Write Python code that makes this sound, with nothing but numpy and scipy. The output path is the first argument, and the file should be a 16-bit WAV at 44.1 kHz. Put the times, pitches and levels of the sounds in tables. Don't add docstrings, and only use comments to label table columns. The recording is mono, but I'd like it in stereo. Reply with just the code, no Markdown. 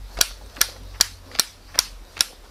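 import sys
import numpy as np
from scipy import signal
from scipy.io import wavfile
from scipy.ndimage import uniform_filter1d

SR = 44100
rng = np.random.default_rng(int(sys.argv[2]) if len(sys.argv) > 2 else 0)


def attenuation_scalar(level_db):
    decades = np.asarray(level_db, float) / 20
    return 10 ** decades


def inscribe(sig):
    pcm = np.round(np.clip(np.atleast_2d(sig).T, -1, 1) * 32767)
    wavfile.write(sys.argv[1], SR, pcm.astype(np.int16))


N = 110250

# start in seconds, snap level in dB, low thump in dB, rebound in dB,
# pitch ratio of the case modes.
SNAPS = [
    (0.2115, 0.5, -29, -12.5, 1.013),
    (0.6138, 0.5, -46, -15, 1.015),
    (1.01, -1, -26, -7.5, 1.008),
    (1.3955, -1.5, -18.5, -8.5, 1.033),
    (1.7890, 0, -24, -11.5, 1.004),
    (2.2072, -2, -46, -15.5, 1),
]
# low modes in dB, middle modes in dB,
# upper modes in dB, top modes in dB, pawl note in dB.
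GRIP_HOLDS = [
    (2, 2.5, -2, -1.5, 1),
    (2, -3.5, -1, -0.5, 0.5),
    (0.5, 6, 0, -9, 2.5),
    (0, 4, -2.5, -2, -1.5),
    (-1, 1, -1.5, -2, 2.5),
    (-0.5, 0.5, 3.5, -3, 1),
]
HOLD_HZ = [1700, 4100, 8000, 11500]
# pitch in Hz, level in dB, 60 dB decay time in seconds.
CASE_MODES = [(1400, -16, 0.046), (1678, -17, 0.038), (2277, -16, 0.016), (3326, -8, 0.011),
              (4005, -8.5, 0.024), (4602, -1.5, 0.012), (5770, 3.5, 0.0018), (6966, -3.5, 0.0078),
              (8290, -2, 0.005), (9790, 4.5, 0.0032), (11300, -1.5, 0.0063), (12150, 0.5, 0.0032),
              (14800, -33, 0.013), (14500, -20, 0.0043)]
# start in seconds, level in dB, pitch in Hz,
# length in seconds, share of case ring from 0 to 1.
CLIMBS = [(0.168, -29, 1320, 0.016, 0.5), (0.185, -24.5, 540, 0.012, 0.26), (0.188, -27, 4470, 0.0024, 0.2),
          (0.206, -24, 5000, 0.0021, 0.6), (.209, -10.5, 1450, 0.002, 0.7), (0.549, -43, 4800, 0.0044, 0.2),
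          (0.561, -36, 5670, 0.0043, 0.3), (0.5661, -31, 1950, 0.0045, 0), (0.571, -37, 1360, 0.009, 0),
          (0.587, -40, 890, 0.0052, 0.3), (0.607, -17, 1440, 0.011, 0.97),
          (0.936, -41.5, 1600, 0.035, 0.07), (1.001, -24, 1310, 0.0042, 0.37),
          (1.0084, -12, 1800, 0.0017, 0.56), (1.3134, -35, 1390, 0.0051, 0),
          (1.346, -36, 4000, 0.0033, 0.33), (1.350, -24, 2390, 0.0045, 0.25), (1.353, -32, 800, 0.0033, 0),
          (1.358, -29, 3000, 0.0046, 0.5), (1.3874, -17.5, 3530, 0.0015, 0.67),
          (1.388, -21, 1620, 0.006, 0.28), (1.741, -32, 1680, 0.02, 0.16),
          (1.7552, -28.5, 1500, 0.0041, 0.5), (1.758, -34.5, 490, 0.0021, 0), (1.775, -28, 1210, 0.023, 0),
          (1.786, -32, 1440, 0.0045, 0.1), (2.164, -40, 2500, 0.0033, 0.3),
          (2.167, -27.5, 2100, 0.0071, 0.15), (2.1755, -27.5, 1880, 0.0057, 0.5),
          (2.1914, -24.5, 5000, 0.0028, 0.16), (2.195, -26.5, 1460, 0.026, 0.57)]
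# start in seconds, level in dB, pitch in Hz,
# length in seconds, share of case ring from 0 to 1.
SLIPS = [(0.031, -67, 917, 0.0037, 0.8), (0.115, -46, 1110, 0.011, 0.25), (0.309, -36.5, 845, 0.0071, 0.3),
         (.462, -38, 7000, .001, .2), (.498, -38, 4000, .0015, .4), (.8345, -40, 8500, .001, 0),
         (2.050, -44, 4600, .002, 0), (0.41, -44, 574, 0.017, 0.13), (0.571, -41.5, 267, 0.024, 0),
         (0.683, -35.5, 524, 0.0205, 0.43), (0.76, -41.5, 1235, 0.011, 0.04),
         (1.246, -42.5, 290, 0.051, 0.44), (1.306, -40.5, 264, 0.06, 0.78),
         (1.539, -57.5, 495, 0.031, 0.04), (1.679, -45.5, 1330, 0.038, 0.08),
         (2.325, -44, 628, 0.014, 0.01), (2.433, -45, 830, 0.043, 0.44)]
# time in seconds, level in dB.
RUB_LEVEL = [(0.0, -57.5), (0.15, -46.5), (0.35, -59), (0.5, -51.5), (0.6, -46), (0.8, -54.5), (0.9, -52),
             (0.99, -49.5), (1.2, -60.5), (1.3, -54.5), (1.39, -48.5), (1.6, -62), (1.7, -51.5),
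             (1.78, -47), (2.0, -58.5), (2.15, -49.5), (2.35, -59.5), (2.5, -56)]
# frequency in Hz, level in dB.
RUB_COLOUR = [(300, -10), (1000, 2), (3000, -14.5), (3700, -2), (5800, -3), (6500, -14.5), (14500, -16),
              (16000, -34)]
# time in seconds, level in dB.
GRIP_LEVEL = [(0.0, -54), (0.1, -56), (0.38, -47.5), (0.5, -54), (0.58, -50), (0.81, -47.5), (1.02, -61.5),
              (1.2, -61.5), (1.3, -44), (1.45, -61.5), (1.55, -52), (1.65, -59.5), (1.74, -56.5),
              (1.9, -59), (2.15, -58.5), (2.25, -55.5), (2.4, -58), (2.5, -54)]
# frequency in Hz, level in dB.
GRIP_COLOUR = [(130, -5.5), (260, 6), (350, -2), (550, 4.5), (800, -9), (1600, -32)]
# frequency in Hz, 60 dB decay time in seconds.
ROOM_DECAY = [(250, 0.075), (700, 0.17), (1700, 0.34), (4600, 0.4), (8000, 0.32), (13000, 0.3)]
# frequency in Hz, level in dB.
ROOM_COLOUR = [(300, -10.5), (1600, -6.5), (3700, -3.5), (5900, -1.5), (6600, -7), (11500, -7.5),
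               (14000, -16.5), (16000, -27)]
# frequency in Hz, level in dB per Hz.
AIR_COLOUR = [(110, 1), (160, -30), (270, -15.5), (480, -5.5), (900, -10.5), (2600, -14), (14000, -25),
              (16000, -51)]
# time in seconds, pitch in Hz, level in dB.
ENGINE_HUM = [(0.0, 93, -45.5), (0.1, 95.8, -58), (0.21, 88, -66), (0.22, 89, -60), (0.31, 90.6, -63),
              (0.45, 82.6, -49), (0.55, 93.1, -54.5), (0.88, 92.7, -46.5), (1.37, 88.6, -48.5),
              (1.43, 88.6, -69), (1.52, 93.9, -56), (1.7, 89.75, -52.5), (1.78, 90.23, -56),
              (2.0, 89, -62.5), (2.04, 88.7, -63), (2.2, 84.8, -45), (2.23, 85.6, -64), (2.5, 84.5, -75)]
# time in seconds, pitch in Hz, level in dB.
ENGINE_THROB = [(0.0, 46.3, -39), (0.05, 46.5, -33.5), (0.12, 45.2, -50.5), (0.18, 44.9, -30.5),
                (0.25, 42, -45), (0.32, 45.2, -39.5), (0.39, 47.9, -51), (0.47, 49, -38.5),
                (0.54, 46.4, -55), (0.57, 47, -41), (0.77, 48.1, -44), (0.82, 47.96, -37),
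                (1.24, 44.2, -48.5), (1.32, 47.9, -50), (1.42, 42.47, -54.5), (2.0, 41.94, -40),
                (2.1, 41.65, -54), (2.5, 37.6, -47.5)]
# frequency in Hz, side relative to mid in dB.
SIDE_COLOUR = [(40, -31), (90, -62), (180, -29), (350, -27.5), (1500, -25), (4000, -29), (10000, -14.5),
               (14000, -12)]

HIT_N = 2048
HIT_T = np.arange(HIT_N) / SR
T = np.arange(N) / SR
CHATTER_S, CHATTER_PER_S = 0.0019, 3700
REBOUND_S, LATE_S, LATE_DB = 0.003, 0.011, -26
PAWL_HZ, PAWL_DB, PAWL_RISE_S, PAWL_T60_S = 5567, 0, 0.0012, 0.074
CRACK_HZ, CRACK_DB, CRACK_LOW_HZ = 3600, 10, 570
THUMP_HZ, THUMP_WIDTH_HZ = 400, 450
KNOCK_Q, KNOCK_TOP_HZ = 0.8, 5560
RUMBLE_DB, RUMBLE_HZ = -51.5, 41
AIR_DB, ROOM_DB, SLIP_ROOM_DB = -55, -10, -10.5
OPEN_SHARE, TAIL_SHARE, TAIL_S = 0.55, 0.25, 0.13
SHUT_DB, QUIET_SIDE_DB = -45, 21.5
EDGE_HZ = 15650


def snap(db, thump_db, rebound_db, shift, hold_db):
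    def landing():
        first = chatter(CHATTER_S)
        rebound = np.roll(chatter(CHATTER_S * 1.16), round(REBOUND_S * SR))
        late = np.roll(chatter(CHATTER_S), round(LATE_S * SR))
        return first + attenuation_scalar(rebound_db) * rebound + attenuation_scalar(LATE_DB) * late

    body = ring(shift, landing, hold_db[:-1])
    pawl = pawl_note(shift, hold_db[-1])
    crack = resonate(chatter(CHATTER_S), CRACK_HZ, CRACK_HZ)
    blow = 0.7 * body + pawl + attenuation_scalar(CRACK_DB) * crack
    blow = np.clip(attenuation_scalar(db) * blow, -1.1, 1.1)
    blow = signal.filtfilt(*signal.butter(2, CRACK_LOW_HZ, "high", fs=SR), blow)
    thump = np.sin(2 * np.pi * THUMP_HZ * HIT_T) * np.exp(-np.pi * THUMP_WIDTH_HZ * HIT_T)
    return blow + 2 * attenuation_scalar(thump_db) * thump


def chatter(length):
    chance, force = rng.random((HIT_N, 2)).T
    contacts = (0.26 + (chance < CHATTER_PER_S / SR)) * (2 * force - 1)
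    u = HIT_T / length
    hits = contacts * u * np.exp(-np.e * u ** 2)
    return hits / np.linalg.norm(hits)


def ring(shift, strike, hold_db=(0, 0, 0, 0)):
    out = np.zeros(HIT_N)
    luck = rng.standard_normal((len(CASE_MODES), 2))
    for (hz, db, t60), (level_luck, pitch_luck) in zip(CASE_MODES, luck):
        pitch = hz * shift * (1 + 0.035 * pitch_luck)
        mode = attenuation_scalar(-60 * HIT_T / t60) * np.sin(2 * np.pi * pitch * HIT_T)
        rung = signal.fftconvolve(strike(), mode)[:HIT_N]
        rung *= np.linalg.norm(mode) / np.linalg.norm(rung)
        out += attenuation_scalar(db + 0.87 * level_luck + np.interp(hz, HOLD_HZ, hold_db)) * rung
    return out


def pawl_note(shift, hold_db):
    u = HIT_T / PAWL_RISE_S
    burst = u ** 2 * np.exp(1 - u ** 2)
    tail = 0.053 * np.minimum(u, 1) * attenuation_scalar(-60 * HIT_T / PAWL_T60_S)
    note = np.sin(2 * np.pi * (PAWL_HZ * shift * HIT_T + rng.random()))
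    return attenuation_scalar(PAWL_DB + hold_db) * (burst + tail) * note


def knock(db, hz, length, share):
    hits = chatter(length)
    dull = resonate(resonate(hits, hz, hz / KNOCK_Q), hz, hz / KNOCK_Q)
    dull = signal.lfilter(*signal.butter(2, min(2.57 * hz, 7500), fs=SR), dull)
    case = ring(1.02, lambda: chatter(length), hold_db=(-0.5, -7, -9, 13))
    bright = signal.lfilter(*signal.butter(4, KNOCK_TOP_HZ, fs=SR), case + hits)
    blend = (1 - share) * dull / abs(dull).max() + share * bright / abs(bright).max()
    return 2 * attenuation_scalar(db) * blend


def rub():
    grain = attenuation_scalar(0.37 * evened(uniform_filter1d(rng.standard_normal(N), size=300)))
    return follow(RUB_LEVEL) * noise(RUB_COLOUR, patchy_db=3.5) * grain


def grip():
    return follow(GRIP_LEVEL) * noise(GRIP_COLOUR, patchy_db=5.0)


def room(x):
    taps = rng.standard_normal(SR // 2)
    taps[:200] = 0
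    hz, t, z = signal.stft(taps, SR, nperseg=256)
    uneven = uniform_filter1d(rng.standard_normal(z.shape), size=3, axis=0)
    uneven = evened(uniform_filter1d(uneven, size=14, axis=1))
    decay_db = -60 * t / read(ROOM_DECAY, hz)[:, None]
    db = read(ROOM_COLOUR, hz)[:, None] + decay_db + 3.04 * uneven
    tail = signal.istft(z * attenuation_scalar(db), SR, nperseg=256)[1]
    return signal.fftconvolve(x, tail / np.linalg.norm(tail))[:N]


def engine():
    rumble = resonate(resonate(rng.standard_normal(N), RUMBLE_HZ, 33), RUMBLE_HZ, 33)
    lumps = attenuation_scalar(1.04 * evened(resonate(rng.standard_normal(N), 13.0, 8.4)))
    waver = attenuation_scalar(0.8 * evened(resonate(rng.standard_normal(N), 4.5, 9.5)))
    return waver * tone(ENGINE_HUM) + lumps * tone(ENGINE_THROB) + attenuation_scalar(RUMBLE_DB) * evened(rumble)


def tone(points):
    s, hz, db = np.transpose(points)
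    phase = 2 * np.pi * np.cumsum(np.interp(T, s, hz)) / SR
    return np.sqrt(2) * attenuation_scalar(np.interp(T, s, db)) * np.sin(phase)


def air():
    return attenuation_scalar(AIR_DB) * noise(AIR_COLOUR, patchy_db=-0.5)


def spread(mid):
    hz, t, z = signal.stft(mid, SR, nperseg=512)
    starts = np.array(SNAPS)[:, 0]
    latest = np.maximum(np.searchsorted(starts - 0.012, t) - 1, 0)
    since = t - starts[latest]
    near_snap = (since > -0.012) & (since < TAIL_S)
    share = np.where(near_snap, np.where(since < 0.012, 1, TAIL_SHARE), OPEN_SHARE)
    luck = rng.random((len(t) // 4 + 1, 41))
    luck = 0.7 * luck[:, :1] + 0.3 * luck
    band = 1 + (5 * np.log(1 + hz / 100)).astype(int)
    luck = luck[np.arange(len(t)) // 4][:, band].T
    gate_db = SHUT_DB / (1 + np.exp(30 * (share - luck)))
    side_db = read(SIDE_COLOUR, hz)[:, None] - 12.0 + QUIET_SIDE_DB * (share < 1) + gate_db
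    scramble = np.exp(2j * np.pi * rng.random(z.shape[::-1]).T)
    return signal.istft(z * scramble * attenuation_scalar(side_db), nperseg=512)[1][:N]


def noise(colour, patchy_db):
    hz = np.fft.rfftfreq(1024, 1 / SR)
    real, imag, patches = rng.standard_normal((N // 256 + 5, 513, 3)).T
    patches = uniform_filter1d(patches, size=10, axis=0)
    patches = evened(uniform_filter1d(patches, size=12, axis=1))
    gain = attenuation_scalar(read(colour, hz)[:, None] + patchy_db * patches) * (hz > 100)[:, None]
    return evened(signal.istft((real + 1j * imag) * gain, nperseg=1024, noverlap=768)[1][:N])


def resonate(x, hz, width_hz):
    turn = np.exp(2j * np.pi * hz * np.arange(len(x)) / SR)
    r = np.exp(-np.pi * width_hz / SR)
    return 2 * (turn * signal.lfilter([1 - r], [1, -r], x / turn)).real


def follow(points):
    return attenuation_scalar(np.interp(T, *np.transpose(points)))


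def read(points, hz):
    f, value = np.transpose(points)
    return np.interp(np.log(hz + 1), np.log(f + 1), value)


def evened(x):
    return x / np.sqrt(np.mean(x ** 2) + 1e-20)


def add(mix, s, sound):
    part = mix[round(s * SR):][:len(sound)]
    part += sound[:len(part)]


def scene():
    mid = rub() + grip() + air() + engine()
    for (start, db, *rest), hold_db in zip(SNAPS, GRIP_HOLDS):
        add(mid, start, snap(db, *rest, hold_db))
        tick = np.zeros(N)
        tick[round(start * SR)] = 4 * attenuation_scalar(db)
        mid += attenuation_scalar(ROOM_DB) * room(tick)
    knocks = np.zeros(N)
    for start, *settings in CLIMBS + SLIPS:
        add(knocks, start, knock(*settings))
    mid += knocks + attenuation_scalar(SLIP_ROOM_DB) * room(knocks)
    side = spread(np.clip(mid, -1, 1))
    return np.array([mid + side, mid - side])


def top_cut(x):
    return signal.sosfilt(signal.butter(12, 16390, fs=SR, output="sos"), x)


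def record(dry):
    edge = signal.firwin(255, EDGE_HZ, fs=SR)[None]
    cut = signal.oaconvolve(np.clip(dry, -1, 1), edge, "same")
    return top_cut(np.clip(cut, -1, 1))


dry = scene()
out = record(dry)
inscribe(out)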